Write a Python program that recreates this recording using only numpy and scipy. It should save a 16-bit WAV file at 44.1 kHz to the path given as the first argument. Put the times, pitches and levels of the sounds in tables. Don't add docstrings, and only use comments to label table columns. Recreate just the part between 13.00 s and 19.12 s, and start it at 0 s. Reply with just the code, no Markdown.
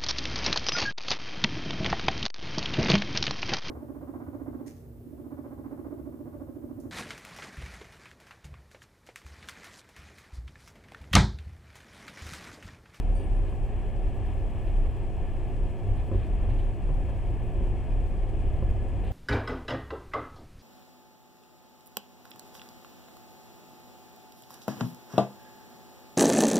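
import sys
import numpy as np
from scipy import signal
from scipy.fft import rfft, irfft
from scipy.io import wavfile
from scipy.ndimage import uniform_filter1d

SR = 44100
rng = np.random.default_rng(int(sys.argv[2]) if len(sys.argv) > 2 else 0)


def dump_mix(stems):
    frames = np.atleast_2d(stems).T
    limited = np.clip(frames, -1, 1)
    pcm = np.round(limited * 32767).astype(np.int16)
    wavfile.write(sys.argv[1], SR, pcm)


def amplitude_ratio(level_db):
    exponent = np.asarray(level_db, float) / 20
    return 10 ** exponent


N = 269892
HZ = np.fft.rfftfreq(N, 1 / SR) + 1e-3


def rms_one(x):
    return x / np.sqrt(np.mean(x ** 2) + 1e-20)


def drift(rate_hz):
    return rms_one(irfft(rfft(rng.standard_normal(N)) / (1 + (HZ / rate_hz) ** 2), N))


def swelling(t, middle_s, length_s):
    return np.cos(np.pi * np.clip((t - middle_s) / length_s, -.5, .5))


def coloured(spectrum, modes, ref):
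    hz, db = np.transpose(spectrum)
    shape = np.interp(np.log(HZ), np.log(hz), db, left=-99, right=-99)
    for mode_hz, width_hz, top_db in modes:
        shape = shape + top_db / (1 + (2 * (HZ - mode_hz) / width_hz) ** 2)
    bins = rfft(rng.standard_normal(N)) * amplitude_ratio(shape)
    in_ref = irfft(bins * (HZ > ref[0]) * (HZ < ref[1]), N)
    return irfft(bins, N) / np.std(in_ref)


def ring(clicks, hz, t60):
    radius = amplitude_ratio(-60 / (t60 * SR))
    turn = 2 * np.pi * hz / SR
    return signal.lfilter([0, np.sin(turn)], [1, -2 * radius * np.cos(turn), radius ** 2], clicks + 1e-18)


def strike(blows, modes, spread_db):
    at = [round(blow[0] * SR) for blow in blows]
    peak_db = np.array(blows)[:, 1]
    chance = rng.standard_normal((len(blows), len(modes)))
    out = 0
    for k, (hz, db, t60) in enumerate(modes):
        clicks = np.zeros(N)
        clicks[at] = amplitude_ratio(peak_db + db + spread_db * chance[:, k])
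        out = out + ring(clicks, hz, t60)
    return out


def puffs(events, db_column, t60):
    clicks = np.zeros(N)
    at = [round(event[0] * SR) for event in events]
    clicks[at] = amplitude_ratio(np.array(events)[:, 1:db_column + 1].sum(axis=1))
    return signal.lfilter([1], [1, -amplitude_ratio(-60 / (t60 * SR))], clicks + 1e-18)


# middle [t/s], length [t/s], peak [level/dB], pitch [f/Hz]
LURCHES = [(.0, 0.13, -29, 36.4), (0.117, 0.21, -24, 36.75), (0.377, 0.32, -24, 35.55),
           (0.62, 0.12, -28, 36.5), (0.81, 0.19, -30, 37.9), (1.028, 0.18, -24.5, 35.73),
           (1.238, 0.16, -35.5, 33.07), (1.504, 0.45, -33, 34.1), (1.786, 0.28, -22, 34.47),
           (2.044, 0.23, -32.5, 31.7), (2.247, 0.2, -69, 29.2), (2.372, 0.58, -32, 30.59),
           (2.634, 0.22, -31, 32.98), (2.95, 0.22, -27.5, 35.13), (3.185, 0.14, -28.5, 40.65),
           (3.339, 0.098, -25, 38.36), (3.44, 0.093, -28.5, 35.9), (3.545, 0.14, -23, 34.4),
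           (3.655, 0.17, -25, 34.4), (3.873, 0.12, -24.5, 33.3), (3.974, 0.14, -25.5, 33.47),
           (4.315, 0.38, -31.5, 41.9), (4.65, 0.37, -28.5, 34.12), (4.981, 0.23, -25.5, 33.66),
           (5.223, 0.33, -31, 33.7), (5.455, 0.22, -28.5, 35.64), (5.692, 0.2, -27.5, 33.42),
           (5.852, 0.2, -31.5, 36.96), (6.065, 0.19, -35, 39.7)]


def boom():
    t = np.arange(N) / SR
    middle, length, peak_db, pitch_hz = np.transpose(LURCHES)
    swell = amplitude_ratio(-46)
    for s, span, db in zip(middle, length, peak_db):
        swell = swell + amplitude_ratio(db) * swelling(t, s, span)
    swell = swell * amplitude_ratio(1.6 * drift(10))
    hz = np.interp(t, middle, pitch_hz) + 2.5 * drift(8)
    return -np.sqrt(2) * swell * np.cos(2 * np.pi * np.cumsum(hz) / SR)


# time [t/s], shaking [level/dB]
TRACK = [(0.0, -30.5), (0.03, -36.5), (0.43, -37), (1.77, -35.5), (2.84, -36.5), (2.9, -31.5), (3.1, -35),
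         (3.14, -32.5), (3.41, -34), (3.44, -32), (3.85, -40), (3.9, -36.5), (4.75, -32), (4.77, -33.5),
         (5.03, -34.5), (5.18, -38), (5.57, -30), (6.12, -34)]
# frequency [f/Hz], density [level/dB per Hz]
FLOOR = [(7.1, -33), (12, -5), (27, 9), (43, 4), (65, -1.5), (102, -9), (170, -26), (220, -38), (370, -120)]
# frequency [f/Hz], density [level/dB per Hz]
WALLS = [(76, -25), (130, 1.5), (293, -1), (353, -4), (460, -9), (545, -8), (594, -13), (723, -10),
         (1000, -36), (1300, -27.5), (2200, -120)]
# centre [f/Hz], width [f/Hz], height [level/dB]
WALL_MODES = [(191.2, 22, -0.5), (262, 65, -1), (347.3, 15, 5), (397, 82, 6), (546, 20, 5.5),
              (640, 128, 4.5), (771.5, 82, 8)]
# frequency [f/Hz], density [level/dB per Hz]
RUSH = [(500, -30), (850, 0), (1020, -4), (1160, -8.5), (1230, -13.5), (1470, -16), (1700, -10),
        (1980, -14), (2540, -11.5), (3150, -16), (3400, -19), (3650, -29), (4400, -36), (6000, -70)]
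# centre [f/Hz], width [f/Hz], height [level/dB]
RUSH_MODES = [(1170, 75, 2.), (1715, 90, 5.), (2185, 30, 4.), (2470, 200, 3.), (3200, 60, 2.5)]


def rolling():
    track_db = np.interp(np.arange(N) / SR, *np.transpose(TRACK))
    swing = track_db - track_db.mean()
    shake = drift(9.1)
    floor_db = 1.17 + track_db + 0.73 * shake
    walls_db = -42 + 0.25 * swing + 0.34 * shake + 0.5 * drift(6.4)
    rush_db = -59 + 0.15 * swing + 0.2 * shake + 0.6 * drift(5.3)
    floor = amplitude_ratio(floor_db) * coloured(FLOOR, [(34.9, 17.4, -20.0), (110, 23, 4.5)], ref=(50, 135))
    walls = amplitude_ratio(walls_db) * coloured(WALLS, WALL_MODES, ref=(150, 850))
    rush = amplitude_ratio(rush_db) * coloured(RUSH, RUSH_MODES, ref=(1500, 3400))
    return floor + walls + rush


# middle [t/s], length [t/s], peak [level/dB], pitch [f/Hz]
FLEXES = [(0.401, 0.12, -43, 96), (1.197, 0.11, -33.5, 96.8), (1.561, 0.12, -35.5, 107.4),
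          (1.95, 0.19, -37.5, 111.8), (2.931, 0.13, -37.5, 101.3), (3.163, 0.086, -25.5, 89.5),
          (3.46, .12, -27.5, 85), (3.52, .14, -34, 110), (3.719, 0.11, -36.5, 100),
          (3.908, 0.093, -36.5, 139.3), (4.1, 0.083, -30.5, 55.6), (4.299, 0.13, -35, 106.4),
          (4.649, 0.19, -34.5, 94.8), (4.95, 0.13, -36, 107.3), (5.55, 0.14, -48, 62.3),
          (5.796, 0.13, -60, 55.7)]


def flexes():
    t = np.arange(N) / SR
    out = np.zeros(N)
    for s, span, db, hz in FLEXES:
        hum = np.cos(2 * np.pi * hz * (t - s))
        out = out + np.sqrt(2) * amplitude_ratio(db) * swelling(t, s, span) * hum
    return out


# time [t/s], peak [level/dB], brightness [level/dB]
THUMPS = [(0.525, -36.5, -28), (3.116, -32, -29.5), (3.131, -37, -30.5), (3.147, -33, -36),
          (3.489, -42, -25), (3.891, -38, -14), (3.905, -38, -33), (4.1, -43, -18), (4.165, -49, -21),
          (4.609, -35.5, -26), (4.74, -47, -26), (5.14, -39, -23), (5.625, -34, -34), (6.04, -45, -37)]
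# frequency [f/Hz], strength [level/dB], t60 [t/s]
BOGIE = [(89.4, 3.5, 0.25), (183, 2, 0.15), (246, -0.5, 0.11), (370.3, 6, 0.1), (438, -2.5, 0.043),
         (530, 2, 0.045), (805, -9, 0.015), (1016, 1, 0.036)]


def thumps():
    blow = strike(THUMPS, BOGIE, spread_db=2.)
    springs = signal.butter(2, 700, fs=SR, output="sos")
    clack = coloured([(600, 0), (1500, -8), (4000, -24)], [], ref=(600, 4000))
    return amplitude_ratio(-3) * signal.sosfilt(springs, blow) + puffs(THUMPS, db_column=2, t60=.07) * clack


# time [t/s], peak [level/dB]
TINKS = [
    [(.1526, -62), (.168, -63), (.183, -67), (.197, -66), (.214, -70), (.2414, -65), (.3486, -73),
     (.362, -74), (.4943, -74), (.508, -73), (2.9662, -70), (6.046, -73)],
    [(.163, -63), (.19, -76), (.235, -76), (6.07, -73)],
    [(.787, -73)],
    [(.154, -74), (.1633, -72)],
    [(.165, -61), (.19, -61), (.21, -58), (.235, -59)],
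]
# frequency [f/Hz], strength [level/dB], t60 [t/s]
FITTING = [
    [(8720, -11, .12), (8936, 0, .12), (9316, 0, .12), (9500, -9, .1), (9695, -6, .13), (10100, -12, .1)],
    [(5990, -11, .2), (7354, -13, .12), (8206, 3, .16), (13940, -16, .1)],
    [(9480, 0, .2)],
    [(4622, 0, .38), (5480, -9, .25)],
    [(1735, 0, .15), (2330, -3, .12), (2800, -3, .1), (3360, -9, .08)],
]
# time [t/s], peak [level/dB]
RATTLES = [(.2, -76), (.465, -72), (1.665, -72), (2.967, -70), (3.13, -70), (3.19, -71), (3.23, -72),
           (3.49, -68), (3.585, -68), (6.03, -68), (6.065, -68)]


def fittings():
    tinks = sum(strike(hits, modes, spread_db=2.) for hits, modes in zip(TINKS, FITTING))
    swell = signal.lfilter([.004], [1, -.996], puffs(RATTLES, db_column=1, t60=.2))
    trim = [(1500, 15.0), (3000, 15.5), (4200, 6), (5500, -10.0), (10000, -4)]  # (f/Hz, level/dB per Hz)
    return tinks + amplitude_ratio(1.5) * swell * coloured(trim, [], ref=(3600, 7000))


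# frequency [f/Hz], density [level/dB per Hz]
HISS = [(2500, -3), (3500, -0.5), (4500, 1), (6000, -1), (8000, 0), (10000, -3), (12000, -5.5),
        (13500, -7.5), (14700, -10.5), (16000, -9.)]
# frequency [f/Hz], rms [level/dB]
WHINE = [(7558.5, -93), (7837.2, -86), (7897.1, -86)]


def camera():
    t = np.arange(N) / SR
    share = t * 30000 / 1001 % 1
    edge = .0007
    step_on = np.tanh((share - .9445) / edge)
    step_off = np.tanh((share - .9765) / edge)
    tick = amplitude_ratio(-48.5) * (step_on - step_off) / 2
    mid, side = (coloured(HISS, [(8130, 300, 2.3)], ref=(4500, 15000)) for _ in range(2))
    hiss = amplitude_ratio(-73) * amplitude_ratio(1.0 * drift(31)) * (mid + amplitude_ratio(-5) * side * [[1], [-.85]])
    whine = sum(np.sqrt(2) * amplitude_ratio(db) * np.sin(2 * np.pi * hz * t) for hz, db in WHINE)
    return hiss + tick + whine * amplitude_ratio([[.6], [-.6]])


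# lower edge [f/Hz], threshold of a gap [spreads of chance]
TOP_BANDS = [(10400, -1.7), (11200, -1.3), (11900, -.9), (12500, -.5), (12900, 0), (13300, .1), (13700, .2),
             (14100, .3), (14500, .2), (15000, 1.5), (15600, 0)]


def gappy_top(x):
    bins, out = rfft(x), x
    for (low_hz, odds), (high_hz, _) in zip(TOP_BANDS, TOP_BANDS[1:]):
        band = irfft(bins * (HZ >= low_hz) * (HZ < high_hz), N)
        chance = drift(24)
        is_open = uniform_filter1d(1. * (chance > odds), size=250)
        kept = is_open * amplitude_ratio(3 * np.clip(chance + 1, 0, 2) - 2)
        out = out + (kept - 1) * band
    return out


def scene():
    car = boom() + flexes() + rolling()
    low_band = signal.butter(1, [90, 300], "band", fs=SR, output="sos")
    unlike = amplitude_ratio(-37) * np.roll(signal.sosfilt(low_band, car), 9000)
    return car + thumps() + fittings() * amplitude_ratio([[.8], [-.8]]) + unlike * [[1], [-1]]


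def low_pass(x):
    return signal.sosfilt(signal.butter(12, 15100, fs=SR, output="sos"), x)


OFFSET = [
    [-.01926],
    [.01820],
]


def record(dry):
    mix = gappy_top(dry + camera()) + OFFSET
    return low_pass(mix)


dry = scene()
out = record(dry)
dump_mix(out)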